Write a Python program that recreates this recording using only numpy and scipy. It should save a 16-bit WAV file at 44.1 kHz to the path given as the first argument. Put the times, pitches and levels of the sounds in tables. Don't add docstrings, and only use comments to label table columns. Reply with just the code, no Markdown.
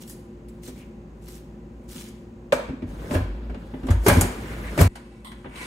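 import sys
import numpy as np
from scipy import signal
from scipy.fft import rfft, irfft
from scipy.io import wavfile
from scipy.ndimage import uniform_filter1d

SR = 44100
rng = np.random.default_rng(int(sys.argv[2]) if len(sys.argv) > 2 else 0)


def wav_record(signal):
    frames = np.transpose(np.atleast_2d(signal))
    bounded = np.clip(frames, -1, 1)
    quanta = np.round(bounded * 32767).astype(np.int16)
    wavfile.write(sys.argv[1], SR, quanta)


N = 249606
T = np.arange(N) / SR
RING_T = T[:SR * 3 // 4]

# frequency in Hz, side relative to mid in dB.
STEREO_WIDTH = [(60, -31), (125, -26), (250, -18), (500, -9), (1000, 0), (5000, -1), (8000, -13),
                (13000, -7)]
# frequency in Hz, relative level in dB.
CRINKLE_SPECTRUM = [(300, -21), (900, 1.5), (2400, 2.5), (4500, 4), (7000, 8.5), (9000, 8), (11000, 5.5),
                    (15000, 0.5)]


def undb(db):
    return 10 ** (np.asarray(db) / 20)


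def unit(x):
    return x / np.sqrt(np.mean(x ** 2))


def at_hz(hz, points):
    f, value = np.transpose(points)
    return np.interp(np.log(np.maximum(hz, 1)), np.log(f), value)


def colour(x, points):
    size = x.shape[-1]
    return irfft(rfft(x) * undb(at_hz(np.fft.rfftfreq(size, 1 / SR), points)), size)


def resonate(x, peaks):
    size = x.shape[-1]
    f = np.fft.rfftfreq(size, 1 / SR)
    body = sum(undb(db) / (1 + 2j * (f - hz) / width) for hz, width, db in peaks)
    return unit(irfft(rfft(x) * body, size))


def noise(size=len(RING_T)):
    mid, side = rng.standard_normal((2, size))
    return mid + colour(side, STEREO_WIDTH) * np.array([[1], [-1]])


def drift(count):
    return np.interp(T, np.linspace(0, T[-1], count), rng.standard_normal(count))


def fade(t60_s):
    return np.exp(-np.log(1000) * RING_T / np.maximum(t60_s, 1e-3))


def stroke(start_s, length_s, attack_s, release_s):
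    age_s = np.maximum(T - start_s, 0)
    return (1 - np.exp(-age_s / attack_s)) * np.exp(-np.maximum(age_s - length_s, 0) / release_s)


def add(out, start_s, x):
    i = max(int(start_s * SR), 0)
    out[:, i:i + x.shape[-1]] += x[..., :N - i]


def speckle(x, depth_db, size=256):
    cells = signal.stft(x, SR, nperseg=size)[2]
    patches = uniform_filter1d(rng.standard_normal(cells.shape[1:]), size=3, axis=0)
    patches = unit(uniform_filter1d(patches, size=5, axis=1))
    return signal.istft(cells * undb(depth_db * patches), SR)[1][:, :x.shape[-1]]


def friction(spectrum, slips_per_s, t60_s):
    slipping = rng.random(N) < slips_per_s / SR
    slips = slipping * undb(4.5 * np.minimum(rng.exponential(size=N), np.pi))
    energy = signal.lfilter([1], [1, -np.exp(-2 * np.log(1000) / (t60_s * SR))], slips ** 2)
    hiss = speckle(noise(N), depth_db=2.8)
    return unit(colour(hiss * np.sqrt(energy), spectrum))


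def compressor(air_db=-45, waver=0.25, beat_hz=61.6, beat_db=-53):
    # frequency in Hz, level in dB.
    motor_lines = [(53.8, -47.5), (118.4, -55.5), (161.5, -56.5), (215.3, -51.5), (236.9, -54),
                   (355.3, -51)]
    # frequency in Hz, relative level in dB.
    air_spectrum = [(24, -21), (38, -8.5), (161, -6), (221, -1), (287, -8), (355, -5.5), (404, -13.5),
                    (540, -12.5), (702, -26.5), (801, -18), (875, -28.5), (980, -22.5), (1130, -29.5),
                    (2680, -37.5), (3200, -42.5), (5740, -48), (6550, -43), (9000, -52), (10500, -57),
                    (16000, -57)]
    out = undb(air_db) * unit(colour(noise(N), air_spectrum))
    for hz, db in list(motor_lines) + [(beat_hz, beat_db)]:
        phase = 2 * np.pi * (hz * T + rng.random())
        out += np.sqrt(2) * undb(db) * (1 + waver * drift(count=40)) * np.sin(phase)
    return out


def kitchen(x, wet_db=-7, build_s=0.00048, bass_db=-8):
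    # frequency in Hz, t60 in seconds.
    room_t60 = [(100, .4), (550, .52), (2500, .68), (8000, .45), (15000, .33)]
    f, t, cells = signal.stft(noise(), SR)
    decay = np.exp(-np.log(1000) * t / at_hz(f, room_t60)[:, None])
    tail = signal.istft(cells * decay, SR)[1][:, :len(RING_T)]
    tail = colour(unit(tail), [(90, bass_db), (300, 0.016)]) * (1 - np.exp(-RING_T / build_s))
    echo = signal.fftconvolve(x, tail / np.sqrt(len(RING_T)), axes=-1)[:, :N]
    return x + undb(wet_db) * echo


def door_motion(delay_s, slow_db=-62.5, fast_db=-38.5, midpoint_s=5.504, ramp_s=0.023):
    speed = .5 + .5 * np.tanh((T - midpoint_s - delay_s) / (2 * ramp_s))
    return undb(slow_db + (fast_db - slow_db) * speed)


def door(rub_db=-3, chatter_db=-3, clink_db=-11, hiss_delay_s=0.045):
    # frequency in Hz, relative level in dB.
    swing_spectrum = [(300, 3.5), (800, -5.5), (1050, 0), (1300, -9), (2200, -3.5), (3500, -10),
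                      (5500, -14), (9000, -10.5), (15000, -32)]
    # centre in Hz, width in Hz, gain in dB.
    shelf_modes = [(1010, 50, -0.5), (1496, 90, -1), (1974, 50, 0.5), (2252, 60, -0.5), (2590, 87, -3),
                   (8660, 1000, -20)]
    bottle_modes = [(1060, 140, 7), (2040, 100, 2), (3300, 320, 0), (3900, 160, -6), (8570, 850, -5.5)]
    # start in seconds, level in dB.
    clinks = [(4.954, -37), (5.247, -28.5), (5.271, -31), (5.3137, -44), (5.5576, -31.5), (5.6121, -36)]
    # start in seconds, level in dB, body and edge in relative dB.
    door_taps = [(4.955, -44.5, -11, 6.5), (5.316, -48.5, -17, 4), (5.444, -39, -2, -37),
                 (5.457, -35.5, -1.5, -56)]
    rub = friction(swing_spectrum, slips_per_s=930, t60_s=0.1)
    dull = colour(rub, [(2800, 0), (5000, -30)])
    out = undb(rub_db) * door_motion(0) * dull + door_motion(hiss_delay_s) * (rub - dull)
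    contacts = friction([(400, -15), (900, 0)], slips_per_s=700, t60_s=.03)
    out += undb(chatter_db) * door_motion(hiss_delay_s / 2) * resonate(contacts, shelf_modes)
    for start_s, db in clinks:
        add(out, start_s, undb(db + clink_db) * resonate(noise(), bottle_modes) * fade(0.16))
    return out + knocks(door_taps, clack_db=0.5)


def fingers(tighten_db_per_s=69, brush_db=-25.5, brush_s=0.19):
    # start in seconds, length in seconds, level in dB.
    handlings = [(0.0, 0.027, -46.5), (0.09, 0.035, -51), (0.619, 0.07, -47.5), (0.754, 0.053, -57.5),
                 (1.21, 0.087, -57), (1.267, 0.11, -51), (1.878, 0.14, -42), (2.034, 0.056, -53.5)]
    out = np.zeros(N)
    for start_s, length_s, db in handlings:
        grip = stroke(start_s, length_s, attack_s=0.009, release_s=0.014)
        tightening = undb(-tighten_db_per_s * np.maximum(start_s + length_s - T, 0))
        brush = undb(brush_db) * np.exp(-((T - start_s - length_s) / brush_s) ** 2)
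        out += undb(db) * (tightening * grip + brush)
    return out


def garlic(skin_db=-1.5, husk_db=-9, snap_db=-10):
    # frequency in Hz, relative level in dB.
    husk_spectrum = [(600, -22), (2000, -2), (3500, 0), (6000, -5), (12000, -20)]
    # start in seconds, level in dB.
    snaps = [(0.077, -36), (0.097, -33.5), (0.4846, -43.5), (0.635, -38), (0.677, -33.5), (1.2833, -35.5),
             (1.351, -40), (2.003, -42)]
    skin = friction(CRINKLE_SPECTRUM, slips_per_s=1800, t60_s=.025)
    husk = friction(husk_spectrum, slips_per_s=260, t60_s=.012)
    out = fingers() * (undb(skin_db) * skin + undb(husk_db) * husk)
    for start_s, db in snaps:
        snap = unit(colour(speckle(noise(), depth_db=-5.5), CRINKLE_SPECTRUM))
        add(out, start_s, undb(db + snap_db) * snap * fade(0.095))
    return out


def rubs():
    # middle in seconds, half-width in seconds, band centre in Hz, level in dB.
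    swells = [(0.102, 0.027, 9600, -45), (0.803, 0.042, 2210, -55), (2.072, 0.022, 2370, -54),
              (4.5, 0.12, 1960, -45), (4.684, 0.046, 2000, -42.5)]
    out = np.zeros((2, N))
    for middle_s, half_width_s, hz, db in swells:
        band = [(hz / 3, -25), (hz * .7, -7), (hz, 0), (hz * 1.25, -4), (hz * 3, -35)]
        swell = np.exp(-((T - middle_s) / half_width_s) ** 2)
        out += undb(db) * swell * friction(band, slips_per_s=1300, t60_s=0.17)
    return out


def drawer_motion(settle_s=0.02):
    # start in seconds, length in seconds, judder, scrape and hiss in dB.
    pushes = [(2.859, 0.2, -32.5, -38.5, -57), (3.153, 0.39, -28, -42.5, -76.5),
              (3.563, 0.34, -43, -43, -65.5), (3.822, 0.2, -21, -56, -63), (4.1, 0.14, -23, -22, -33.5),
              (4.253, 0.506, -34, -33.5, -50)]
    # peak time in seconds, build-up in seconds, scrape surge in dB, bag hiss in dB.
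    lurches = [(3.151, 0.033, -19, -35.5), (3.91, 0.02, -23, -54.5), (4.089, 0.017, -14, -19),
               (4.811, 0.014, -8.5, -21)]
    out = np.zeros((3, N))
    for start_s, length_s, *levels_db in pushes:
        out += np.outer(undb(levels_db), stroke(start_s, length_s, attack_s=0.02, release_s=0.018))
    for peak_s, build_s, *levels_db in lurches:
        surge = np.exp(-np.abs(T - peak_s) / np.where(T < peak_s, build_s, settle_s))
        out[1:] += np.outer(undb(levels_db), surge)
    return out


def rails(judder_hz=52, judder_db=-1, scrape_db=-2, hiss_db=-4):
    # frequency in Hz, relative level in dB.
    scrape_spectrum = [(60, 14), (100, 19.5), (270, 12.5), (450, 9), (750, 0), (1200, -3.5), (1600, -5.5),
                       (2200, -13), (4000, -17), (8000, -35.5)]
    phase = 2 * np.pi * np.cumsum(judder_hz * (1 + 0.053 * drift(count=110))) / SR
    shaking, scraping, hissing = drawer_motion()
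    judder = shaking * np.sin(phase) * (1 + .3 * drift(count=140))
    scrape = scraping * friction(scrape_spectrum, slips_per_s=1500, t60_s=0.25)
    hiss = hissing * friction(CRINKLE_SPECTRUM, slips_per_s=2100, t60_s=0.17)
    return undb(judder_db) * judder + undb(scrape_db) * scrape + undb(hiss_db) * hiss


def grinds():
    # start in seconds, length in seconds, level in dB.
    binds = [(3.127, 0.035, -36.5), (4.079, 0.047, -21)]
    # centre in Hz, width in Hz, gain in dB.
    runner_modes = [(822, 30.6, 6), (986, 45, 1), (1553, 83, 1.5), (1880, 47, -7), (2370, 42, -7),
                    (3210, 60, -10.5)]
    slips = friction([(400, -20), (750, 0), (3500, 0), (6000, -15)], slips_per_s=500, t60_s=.02)
    force = sum(undb(db) * stroke(start_s, length_s, attack_s=0.009, release_s=0.018)
                for start_s, length_s, db in binds)
    return force * resonate(slips, runner_modes)


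def catches(ring_db=-5):
    # start in seconds, band centre in Hz, level in dB.
    snaps = [(2.5222, 2500, -21), (2.529, 1140, -19.5), (3.9065, 7240, -37.5), (4.083, 10400, -16.5),
             (4.2107, 8900, -15.5), (4.79, 1730, -21), (4.812, 12750, -22)]
    # centre in Hz, width in Hz, gain in dB.
    edge_modes = [(6780, 170, 6), (8440, 540, -1), (9250, 150, -9), (11260, 250, 5), (13000, 250, -5)]
    out = np.zeros((2, N))
    for start_s, hz, db in snaps:
        band = [(hz / 4, -26), (hz * .6, -13), (hz * .8, -3), (hz, 0),
                (hz * 1.4, -6), (hz * 2, -22), (hz * 4, -42)]
        crack = unit(colour(noise(), band)) * fade(0.051)
        ring = colour(resonate(noise(), edge_modes), band) * fade(0.12)
        add(out, start_s, undb(db) * (crack + undb(ring_db) * ring))
    return out


def pocks(swell_cycles=1.5):
    # start in seconds, pitch in Hz, level in dB.
    panel_hits = [(2.5268, 574, -8), (2.545, 528, -25), (2.593, 590, -30), (2.687, 259, -26.5),
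                  (2.732, 273, -27), (2.83, 288, -28.5), (3.112, 263, -24), (3.149, 616, -21),
                  (3.851, 260, -25), (4.0632, 406, -7.5), (4.081, 360, -10), (4.1, 1570, -13),
                  (4.168, 259, -19), (4.79, 162.3, -14.5)]
    out = np.zeros((2, N))
    for start_s, hz, db in panel_hits:
        age = RING_T * hz / swell_cycles
        add(out, start_s, undb(db) * age * np.exp(1 - age) * np.sin(2 * np.pi * hz * RING_T))
    return out


def thumps(gain_db=1, rise_s=0.0067):
    # frequency in Hz, level in dB, t60 in seconds.
    cabinet_modes = [(54, -41, 0.66), (77.6, 0, 0.068), (90.8, 7, 0.12), (151.5, -3.5, 0.075),
                     (231, -11, 0.044)]
    # start in seconds, level in dB.
    jolts = [(2.837, -30), (3.151, -19), (3.174, -22), (3.213, -20), (3.9, -8.5), (3.937, -16.5),
             (4.076, -18), (4.119, -16.5), (4.168, -8), (4.22, -19.5), (4.808, -6), (4.85, -11.5)]
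    boom = sum(undb(db) * np.sin(2 * np.pi * hz * RING_T) * fade(t60_s) for hz, db, t60_s in cabinet_modes)
    out = np.zeros((2, N))
    for start_s, db in jolts:
        add(out, start_s, undb(db + gain_db) * boom * (1 - np.exp(-RING_T / rise_s)))
    return out


def blow(body_db, clack_db, tick_db, modes_db=-14, dense_db=-4, clatter_db=-10):
    registers_hz = [360, 570, 950, 3500, 7500, 14000]
    # frequency in Hz, level in dB, t60 in seconds.
    drawer_modes = [(158.4, -5.5, 0.32), (253, 4, 0.28), (331.6, -4, 0.18), (384.7, -8.5, 0.27),
                    (510, -2, 0.054), (588.3, 0, 0.095), (698, -7, 0.05), (813, 3.5, 0.08), (952, 4, 0.12),
                    (1584, -0.5, 0.06), (1873, -7, 0.12), (2256, -8, 0.18)]
    # frequency in Hz, relative level in dB.
    plastic_spectrum = [(100, 8.5), (200, 5.5), (600, 4.5), (900, 4), (1250, 2.5), (1700, 0.5), (2600, -4),
                        (3700, -10.5), (5500, -15.5), (8800, -17.5), (13000, -26), (16000, -38)]
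    fizz_db = tick_db + 0.11 * (tick_db - clack_db)
    weights = list(zip(registers_hz, [body_db, 0, clack_db, clack_db, tick_db, fizz_db]))
    grain = unit(colour(speckle(noise(), depth_db=1.8, size=512), plastic_spectrum))
    crack, clatter = fade(.065), undb(clatter_db) * fade(0.23)
    dense = colour(grain, weights) * (crack + clatter)
    modes = 0
    for hz, db, t60_s in drawer_modes:
        stereo_phase = np.arctan(undb(at_hz(hz, STEREO_WIDTH))) * rng.choice([-1, 1]) * np.array([[1], [-1]])
        detuned_hz = hz * (1 + 0.013 * rng.standard_normal())
        start_cycles = (hz > registers_hz[2]) * rng.random()
        phase = 2 * np.pi * (detuned_hz * RING_T + start_cycles) + stereo_phase
        modes += undb(db + at_hz(hz, weights)) * np.sin(phase) * fade(t60_s)
    contact_s = 0.00094 * (1 + undb(body_db))
    return (undb(modes_db) * modes + undb(dense_db) * dense) * (1 - np.exp(-RING_T / contact_s))


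def knocks(rows, clack_db, gain_db=10, clack_per_edge=0.2):
    out = np.zeros((2, N))
    for start_s, db, body_db, edge_db in rows:
        hit = blow(body_db, clack_db + clack_per_edge * edge_db, tick_db=edge_db)
        add(out, start_s, undb(db + gain_db) * hit)
    return out


def drawer_knocks():
    # start in seconds, level in dB, hollow body and sharp edge in dB relative to the knock.
    blows = [(0.678, -42.5, 10, 4), (1.954, -49.5, 12, 8), (2.523, -17.5, -8, -2),
             (2.685, -36, 11.5, -12.5), (2.82, -35, 8.5, -18), (3.108, -27.5, -8, -10),
             (3.14, -27, 3, -8.5), (3.15, -20.5, -7, -22), (3.496, -36, 3, -20), (3.544, -35.5, -2.5, -17),
             (3.737, -31.5, 1, -42), (3.831, -36.5, 8, -15), (3.868, -39, -12, 3), (3.885, -25, -2.5, -17),
             (3.905, -32.5, -13, 7), (4.063, -13.5, -12, -0.5), (4.081, -10, -13, -11),
             (4.099, -14.5, -8.5, -19), (4.114, -19, 0, -25.5), (4.163, -22.5, 9, -23), (4.21, -21, -8, 3),
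             (4.776, -22.5, -5.5, 0), (4.79, -22, -7.5, 1), (4.811, -19, -1, 6)]
    return knocks(blows, clack_db=-7.5)


def scene(jump_s=4.878, far_hum_db=-3, room_share=0.56):
    hum = compressor()
    near = pocks() + catches()
    into_room = garlic() + drawer_knocks() + room_share * near + thumps() + rails() + grinds() + rubs()
    drawer = kitchen(into_room) + (1 - room_share) * near
    after = uniform_filter1d((T > jump_s) * 1., size=32)
    return (1 - after) * (drawer + hum) + after * (kitchen(door()) + undb(far_hum_db) * hum)


def record(dry, low_cut_hz=36, high_cut_hz=15600):
    lean = [(500, .26), (1000, .9), (2000, -.1), (9000, -.2), (12000, 1.7)]  # Hz, dB to the left
    left = colour(dry[0], lean)
    right = colour(dry[1], [(hz, -db) for hz, db in lean])
    rounded = np.tanh([left, right])
    low_cut = signal.sosfilt(signal.butter(4, low_cut_hz, "high", fs=SR, output="sos"), rounded)
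    return signal.sosfilt(signal.ellip(8, .2, 70, high_cut_hz, fs=SR, output="sos"), low_cut)


dry = scene()
out = record(dry)
wav_record(out)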